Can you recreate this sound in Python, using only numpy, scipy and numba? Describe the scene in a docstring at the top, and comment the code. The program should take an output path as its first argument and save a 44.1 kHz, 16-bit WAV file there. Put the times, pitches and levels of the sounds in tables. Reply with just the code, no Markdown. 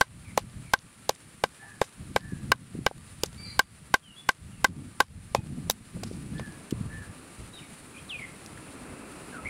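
"""A wooden pestle pounds spices in a wooden mortar on a lawn, while birds call and wind buffets the
microphone. Blows on bare wood ring brightly; blows on the paste land dull and crunch. They overload
the microphone and duck its gain. Near six seconds the pestle clacks against the wall, and the pounding
fades away with a few faint ticks and scrapes, leaving the open air. Last, a distant rush swells."""
import sys
import numpy as np
from scipy import signal
from scipy.fft import rfft, irfft
from scipy.io import wavfile
from numba import njit

SR = 44100
rng = np.random.default_rng(int(sys.argv[2]) if len(sys.argv) > 2 else 0)


def put_to_file(sound):
    """Save the sound as 16-bit audio at rate SR, in the file named by the first command-line argument."""
    columns = np.atleast_2d(sound).T  # one column per channel
    safe = np.clip(columns, -1, 1)
    whole_steps = np.round(safe * 32767)
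    wavfile.write(sys.argv[1], SR, whole_steps.astype(np.int16))


N = 418509

# pestle blows, each with a second touch on bare wood, given relative to the first:
# start_s, force_db, contact_ms, bare_db, bare_delay_ms, crunch_db
PESTLE_BLOWS = [(0.0113, 12, 0.24, -26, 0.33, -18), (0.3767, 11.5, 1, -47, 0.9, -7),
                (0.7363, 8.5, 0.17, -13, 0.16, -13), (1.094, 7, 1.02, -26, 0.51, -5.5),
                (1.4383, 5.5, 0.82, -6, 0.35, -19), (1.8158, 10.5, 1.07, -29, 0.33, -16),
                (2.162, 8.5, 0.84, -8.5, 0.34, -23.5), (2.5179, 4.5, 0.63, 7, 0.63, -26),
                (2.8645, 4, 0.61, 0, 0.36, -21.5), (3.2361, 1.5, 1.39, -42, 0.96, -11.5),
                (3.5928, 11.5, 0.13, -34, 0.081, -32), (3.9406, 16, 0.2, -15, 0.42, -38),
                (4.29, 8, 0.18, -20.5, 0.49, -17.5), (4.6451, 15, 0.24, -12.5, 0.5, -13),
                (5.0032, 17.5, 0.2, -9.5, 0.24, -29), (5.3488, 10, 0.99, -35, 0.31, -18.5),
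                (5.6987, -2.5, 0.98, -13, 0.28, -17), (6.035, -14, 1.26, -18, 0.5, -28.5),
                (6.396, -15, 0.99, -14.5, 0.58, -42)]
# modes of pestle and mortar together: pitch_hz, level_db, t60_s, first_swing_sign
MORTAR_MODES = [(225, -23, 0.019, 1), (442, 0, 0.0052, -1), (558.6, 2, 0.0075, 1), (802, -8.5, 0.015, 1),
                (1059, -3, 0.015, -1), (1101, -14.5, 0.023, -1), (1489, -7, 0.014, -1),
                (1558.5, -3, 0.026, 1), (2016, -13.5, 0.022, -1), (2225, -12.5, 0.019, -1),
                (2950, -10, 0.011, 1), (3800, -9.5, 0.01, -1), (5144, -10.5, 0.015, 1)]
# the pestle strikes the wall and rebounds: start_s, level_db
WALL_CLACKS = [(5.6995, 3), (5.7092, -15)]
# modes of the wall: pitch_hz, level_db, t60_s
WALL_MODES = [(3870, -6, 0.0093), (5110, -2, 0.0041), (6000, 9.5, 0.0021), (7340, -0.5, 0.003),
              (10170, 1, 0.0024), (14000, -2, 0.0039)]
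# spectrum of cracking seeds: frequency_hz, density_db
CRACK_SPECTRUM = [(100, -20), (300, -6), (800, 1), (1400, -6.5), (2400, -6), (4000, -0.5), (6300, 3.5),
                  (11000, -12), (16000, -13.5)]
# spectrum of shifting crumbs and skins: frequency_hz, density_db
CRUMB_SPECTRUM = [(100, -27), (330, -15), (700, 0.5), (2200, -1.5), (3700, 0), (6000, -6.5), (8000, -6.5),
                  (11000, -6.5), (16000, -39)]
# light ticks and scrapes, plus the brief ring and crackle of two late pestle blows:
# start_s, level_db, centre_hz, bandwidth_ratio, decay_ms
TICKS_AND_RINGS = [(.789, -34, 4400, 0.35, 1.4), (1.151, -35, 6000, 0.27, 1), (1.84, -42, 5500, 0.45, 12),
                   (2.9122, -25, 646, 0.2, 2.3), (3.259, -31, 6000, 0.37, 3.5),
                   (4.316, -35, 6500, .3, 0.97), (5.356, -17, 535, 0.3, 1.5),
                   (5.359, -38, 2500, 0.0069, 20), (5.36, -34, 850, 0.044, 17),
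                   (5.71, -23.5, 8000, 0.82, 5.7), (5.964, -37, 457, 0.45, 8.1),
                   (6.032, -33, 600, 0.67, 4.2), (6.034, -27.5, 4400, 0.44, 4.1),
                   (6.06, -50, 4730, 0.27, 32), (6.126, -51, 4750, 0.25, 16), (6.38, -45, 3860, 0.2, 13),
                   (6.394, -40, 765, 0.92, 8.9), (6.708, -32.5, 3570, 0.84, 3.7),
                   (8.461, -35.5, 5040, 0.5, 1.7), (8.574, -41, 1600, 0.19, 3.7)]
# gusts on the microphone: start_s, hold_s, level_db, pitch_ratio
WIND_GUSTS = [(0.037, 0.18, -42.5, 0.84), (0.261, 0.31, -39.5, 0.87), (1.968, 0.57, -36.5, 0.96),
              (2.701, 0.053, -35, 0.98), (2.958, 0.55, -43.5, 0.84), (3.696, 0.17, -47, 0.71),
              (4.38, 0.32, -40, 0.84), (4.632, 0.14, -34.5, 1.08), (5.0, 0.31, -40.5, 0.78),
              (5.346, 0.34, -35, 1.01), (5.919, 0.5, -36.5, 1.09), (6.701, 0.24, -37, 0.79),
              (7.377, 0.04, -43.5, 0.67), (7.778, 1.53, -55.5, 0.76), (9.396, 0.1, -43, 0.64)]
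# spectrum of wind on the microphone: frequency_hz, density_db
RUMBLE_SPECTRUM = [(15, -17.5), (35, -12), (70, -2.5), (130, 1), (200, -1.5), (300, -10.5), (450, -25.5),
                   (800, -33), (2000, -99)]
# thumps of the strongest eddies: centre_s, peak_db, half_width_ms
EDDY_THUMPS = [(2.3244, -23.5, 1.02), (2.3354, -21.5, 1.6), (2.753, -22, 0.92), (2.791, -20, 1.1),
               (6.114, -25.5, 0.72), (6.7274, -14.5, 0.97), (6.8128, -20.5, 1.55)]
# a far bird repeats one arched hoot: start_s, level_db
BIRD_HOOTS = [(1.577, -53), (2.181, -53.5), (6.33, -52.5), (6.88, -50.5)]
# another squeals twice: start_s, length_s, start_hz, middle_hz, end_hz, level_db, rasp_share
BIRD_SQUEALS = [(3.359, 0.2, 2240, 2344, 2240, -52.5, 0.25), (3.439, 0.093, 2330, 2085, 2120, -54.5, 1)]
# harmonics of a squeal, the second strongest: level_db
SQUEAL_HARMONICS = [-4.5, 3.5, -25]
# nearer birds chirp: start_s, length_s, start_hz, middle_hz, end_hz, level_db, rasp_share
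BIRD_CHIRPS = [(0.238, 0.1, 2600, 2260, 2150, -56, 0.9), (0.62, 0.13, 2600, 2280, 2100, -61, .7),
               (1.62, 0.061, 768, 826, 775, -55, 0.43), (4.014, 0.15, 3410, 2940, 2780, -52.5, 0.26),
               (4.154, 0.07, 3260, 3415, 3380, -48, 0.2), (4.497, 0.15, 2950, 2710, 2420, -65, 0.5),
               (7.524, 0.082, 3930, 3760, 3680, -52, 0.36), (7.565, 0.11, 3400, 2510, 1850, -56, 1),
               (7.93, 0.088, 2460, 2444, 2530, -53, 0.6), (7.973, .04, 2830, 3270, 3040, -57, 1),
               (8.083, .097, 4750, 2640, 2500, -39.5, .12), (8.186, .016, 2600, 2300, 2150, -41, .1),
               (8.205, .06, 2200, 2130, 2020, -43, .4), (9.319, 0.093, 1766, 1385, 1250, -45, 0.4),
               (9.442, 0.085, 2030, 2270, 2240, -39, 0.72)]
# spectrum of outdoor air and hiss: frequency_hz, density_db
AIR_SPECTRUM = [(60, -11), (300, 3), (700, -2.5), (1500, 0.5), (2700, -1.5), (3400, -5.5), (4200, -4.5),
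                (5500, -9.5), (7000, -10), (10500, -6.5), (11700, -15.5), (15700, -22), (16100, -54.5)]
# two faint hums and, in the treble, perhaps insects: centre_hz, width_hz, density_db
AIR_BANDS = [(1186, 6.8, 11), (1352, 12, 4), (7730, 610, -5), (9200, 430, 2), (10130, 450, -4)]
# growth of the distant rush: time_s, level_db
RUSH_LEVELS = [(5.8, -82.5), (6.6, -51), (7.8, -55), (8.3, -51.5), (8.8, -46.5), (9.5, -46)]
# spectrum of the rush: frequency_hz, density_db
RUSH_SPECTRUM = [(80, -12), (250, 11), (500, 1.5), (850, -2.5), (1300, -2.5), (1900, -10), (2700, -7.5),
                 (3400, -45.5), (8000, -41.5)]


def knocks(bare_ms=0.035, paste_damping=760, size=8192, lead=200):
    """Impact excites modes: paste lengthens the half-sine force, muting high modes, and damps the ring."""
    t, out = np.arange(size) / SR, np.zeros(N)
    khz = np.fft.rfftfreq(size, 1 / SR) / 1000
    omega = 2 * np.pi * khz
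    modes = np.array([sign * damped_mode(t, hz, db, t60) for hz, db, t60, sign in MORTAR_MODES])
    for start, force_db, contact_ms, bare_db, delay_ms, _ in PESTLE_BLOWS:
        # the point of impact varies, which matters most to the high modes
        spot_db = rng.standard_normal(len(modes)) * np.linspace(0, 2, len(modes))
        loss_db_per_s = paste_damping * contact_ms
        ring = gain_of(spot_db) @ modes * gain_of(-loss_db_per_s * t)
        cycles = khz * contact_ms
        cushioned = (np.sinc(cycles - .5) + np.sinc(cycles + .5)) / (2 * np.sinc(.5))
        # the pestle sinks through the paste and meets the bowl a moment later
        bare = gain_of(bare_db) * np.exp(-.5 * (omega * bare_ms) ** 2 - 1j * omega * delay_ms)
        knock = np.roll(irfft(rfft(ring) * (cushioned + bare)), lead)
        add(out, start - lead / SR, gain_of(force_db) * knock)
    return out


def clacks(size=2048):
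    """Free vibration: struck by the pestle, the wall rings in high, heavily damped modes."""
    t, out = np.arange(size) / SR, np.zeros(N)
    ring = sum(damped_mode(t, hz, db, t60) for hz, db, t60 in WALL_MODES)
    for start, db in WALL_CLACKS:
        add(out, start, gain_of(db) * ring)
    return out


def crunch(rise_s=0.00074, fall_s=0.00096, settle_s=0.012, crack_spread_db=4.5, crumb_spread_db=4.0):
    """Brittle fracture: seeds crack in a burst of grainy noise, then crumbs shift under the pestle."""
    size, grain_size, out = 4096, 16, np.zeros(N)
    lead = size // 12
    t = (np.arange(size) - lead) / SR
    crack_t = t - 0.000067  # the seeds give way just after the first touch
    burst = np.exp(np.minimum(crack_t / rise_s, -crack_t / fall_s))
    settling = np.exp(np.minimum(t / rise_s, -t / settle_s))
    for start, force_db, contact_ms, *_, crunch_db in PESTLE_BLOWS:
        crumbs_db = force_db - 35.5 - 3.5 * contact_ms  # a long, soft contact holds the crumbs still
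        strengths = np.minimum(rng.exponential(1, (2, size // grain_size)), 4)
        grain_db = np.repeat(strengths, grain_size, axis=1) * [[crack_spread_db], [crumb_spread_db]]
        grains = rng.standard_normal((2, size)) * gain_of(grain_db)
        cracks = burst * coloured(grains[0], lambda f: spectrum(CRACK_SPECTRUM, f))
        crumbs = settling * coloured(grains[1], lambda f: spectrum(CRUMB_SPECTRUM, f))
        add(out, start - lead / SR, gain_of(crunch_db) * cracks + gain_of(crumbs_db) * crumbs)
    return out


def grit(level_db=-47, spread_db=2, decay_s=0.0013, count=3, size=512):
    """Adhesion: a few sticky crumbs let go with a tick as the pestle lifts after each blow."""
    t, out = np.arange(size) / SR, np.zeros(N)
    for start, *_ in PESTLE_BLOWS:
        for wait_s in rng.uniform(.04, .16, count):
            tick = noise(size, lambda f: spectrum(CRUMB_SPECTRUM, f)) * np.exp(-t / decay_s)
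            add(out, start + wait_s, gain_of(level_db + spread_db * rng.standard_normal()) * tick)
    return out


def ticks(rise_share=0.16, size=6000):
    """Bandwidth sets the timbre of a noise transient: narrow bands ring, wide ones tick or scrape."""
    ms, out = np.arange(size) * 1000 / SR, np.zeros(N)
    for start, db, hz, width, decay_ms in TICKS_AND_RINGS:
        band = noise(size, lambda f: np.exp(-.5 * (np.log((f + 1) / hz) / width) ** 2))
        envelope = np.exp(-ms / decay_ms) * (1 - np.exp(-ms / (rise_share * decay_ms)))
        add(out, start, gain_of(db) * band * envelope)
    return out


def wind(breeze_db=-52.5, rumble_db=-1.0, lump_db=3.0, lump_hz=25):
    """Turbulent pressure on the diaphragm: breeze and gusts rumble unevenly, and single eddies thump."""
    breeze = gain_of(breeze_db) * noise(N, lambda f: spectrum(RUMBLE_SPECTRUM, f))
    rumble = gain_of(rumble_db) * (gusts() + breeze)
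    out = rumble * unit_rms(gain_of(lump_db * wander(N, lump_hz)))
    ms = np.arange(-441, 442) * 1000 / SR
    for centre, db, half_width_ms in EDDY_THUMPS:
        u = ms / half_width_ms
        pulse = (1 - u ** 2) * np.exp(-u ** 2 / 2)
        add(out, centre - len(ms) / 2 / SR, gain_of(db) * pulse)
    return out


def gusts(attack_s=0.027, release_s=0.11, size=2 ** 17):
    """Bursts of turbulence rise, hold and decay, each with the rumble spectrum scaled in frequency."""
    t, out = np.arange(size) / SR, np.zeros(N)
    for start, hold_s, db, pitch_ratio in WIND_GUSTS:
        rumble = noise(size, lambda f: spectrum(RUMBLE_SPECTRUM, f / pitch_ratio))
        envelope = np.minimum(t / attack_s, 1) * np.exp(-np.maximum(t - hold_s, 0) / release_s)
        add(out, start, gain_of(db) * envelope * rumble)
    return out


def birds():
    """Scattering in the trees: far hoots and squeals carry a larger share of echo than near chirps."""
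    far, near = np.zeros((2, N))
    for start, db in BIRD_HOOTS:
        add(far, start, gain_of(db) * whistle(length_s=0.19, pitches_hz=(1680, 1754, 1574), rasp=0.3))
    for start, length_s, *pitches_hz, db, rasp in BIRD_SQUEALS:
        for k, harmonic_db in enumerate(SQUEAL_HARMONICS, 1):
            add(far, start, gain_of(db + harmonic_db) * whistle(length_s, k * np.array(pitches_hz), rasp))
    for start, length_s, *pitches_hz, db, rasp in BIRD_CHIRPS:
        add(near, start, gain_of(db) * whistle(length_s, pitches_hz, rasp))
    scattered = gain_of(-10) * far + gain_of(-14) * near
    return far + near + echoes(scattered, t60_s=.5, delay_s=.01, top_hz=6000)


def whistle(length_s, pitches_hz, rasp, rasp_hz=200, waver=0.0048):
    """A tone glides through three pitches; random modulation of amplitude and phase makes it rasp."""
    size = round(length_s * SR)
    period_curve = np.polyfit([0, .5, 1], 1 / np.array(pitches_hz), 2)
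    period_s = np.polyval(period_curve, np.linspace(0, 1, size))
    hz = (1 + waver * wander(size, 60)) / period_s
    flutter = 1 - rasp + rasp * (wander(size, rasp_hz) + 1j * wander(size, rasp_hz))
    note = (flutter * np.exp(2j * np.pi * np.cumsum(hz) / SR)).real
    return unit_rms(note * signal.windows.tukey(size, .5))


def air(level_db=-53.0, sway_db=1.0):
    """Incoherent sounds add in power: broad hiss and a few standing bands, swelling near the end."""
    def colour(f):
        band_power = sum(gain_of(db) ** 2 * np.exp(-((f - hz) / width) ** 2) for hz, width, db in AIR_BANDS)
        return np.sqrt(spectrum(AIR_SPECTRUM, f) ** 2 + band_power)
    hiss = noise(N, colour) * gain_of(level_db + sway_db * wander(N, 23))
    return hiss * level([(7.2, 0), (7.78, 1.5)])


def distant_rush(sway_db=0.9):
    """Amplitude-modulated noise: a low, far rush wavers and grows as the pounding fades."""
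    rush = noise(N, lambda f: spectrum(RUSH_SPECTRUM, f))
    return rush * level(RUSH_LEVELS) * gain_of(sway_db * wander(N, 28))


def echoes(x, t60_s, delay_s, top_hz, size=22050):
    """Reverberation: convolution with delayed, exponentially decaying reflections of unit energy."""
    t = np.arange(size) / SR
    taps = noise(size, lambda f: 1 / np.sqrt(1 + (f / top_hz) ** 4))
    taps *= (t > delay_s) * gain_of(-60 * t / t60_s)
    return signal.fftconvolve(x, taps / np.linalg.norm(taps))[:N]


def damped_mode(t, hz, db, t60_s):
    """A damped oscillator: a sine that falls 60 dB in t60_s."""
    return gain_of(db - 60 * t / t60_s) * np.sin(2 * np.pi * hz * t)


def gain_of(db):
    """Decibels to an amplitude ratio."""
    return 10 ** (np.asarray(db) / 20)


def unit_rms(x):
    """Normalises to rms 1."""
    return x / np.sqrt(np.mean(x ** 2) + 1e-20)


def spectrum(points, hz):
    """Gain of a frequency_hz, density_db table, interpolated in log frequency."""
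    f, db = np.transpose(points)
    return gain_of(np.interp(np.log(hz + 1), np.log(f + 1), db))


def level(rows):
    """Gain of a time_s, level_db curve at every sample."""
    return gain_of(np.interp(np.arange(N) / SR, *np.transpose(rows)))


def coloured(x, shape):
    """Filters x by the frequency response shape; rms 1."""
    hz = np.fft.rfftfreq(len(x), 1 / SR)
    return unit_rms(irfft(rfft(x) * shape(hz), len(x)))


def noise(size, shape):
    """Gaussian noise with the given spectral shape; rms 1."""
    return coloured(rng.standard_normal(size), shape)


def wander(size, hz):
    """Smooth random fluctuation up to about hz; rms 1."""
    return noise(size, lambda f: np.exp(-(f / hz) ** 2))


def add(mix, start_s, sound):
    """Superposes a sound on the mix at start_s."""
    part = mix[max(round(start_s * SR), 0):][:len(sound)]
    part += sound[:len(part)]


def scene():
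    """Superposition of the close mortar, its faint reflections from ground and body, and the outdoors."""
    mortar = knocks() + clacks() + crunch() + grit()
    reflections = gain_of(-29) * echoes(mortar, t60_s=0.051, delay_s=0.00232, top_hz=3060)
    return (mortar + reflections + ticks() + birds() + wind() + air() + distant_rush())[None]


@njit
def ducking(level_db, threshold_db, attack_samples, release_samples):
    """Negative feedback: the gain cut grows while the output exceeds the threshold, and leaks away."""
    out, cut_db = np.zeros(len(level_db)), 0.
    for i in range(len(level_db)):
        excess_db = max(level_db[i] - cut_db - threshold_db, 0.)
        cut_db += excess_db / attack_samples - cut_db / release_samples
        out[i] = cut_db
    return out


def record(dry, threshold_db=-20., attack_s=0.013, release_s=0.17, smooth_s=0.003, ceiling_db=-11.5):
    """Saturation: the gain control is too slow for the knocks, which clip flat; a low-pass follows."""
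    x, pole = dry[0], np.exp(-1 / (smooth_s * SR))
    power = signal.lfilter([1 - pole], [1, -pole], x ** 2)
    cut_db = ducking(10 * np.log10(power + 1e-12), threshold_db, attack_s * SR, release_s * SR)
    drive = x * gain_of(-cut_db - ceiling_db)
    clipped = gain_of(ceiling_db) * drive / (1 + drive ** 8) ** (1 / 8)
    low_pass = signal.firwin(255, cutoff=16300, window=("kaiser", 9), fs=SR)
    return signal.oaconvolve(clipped, low_pass, "same")[None]


dry = scene()
out = record(dry)
put_to_file(out)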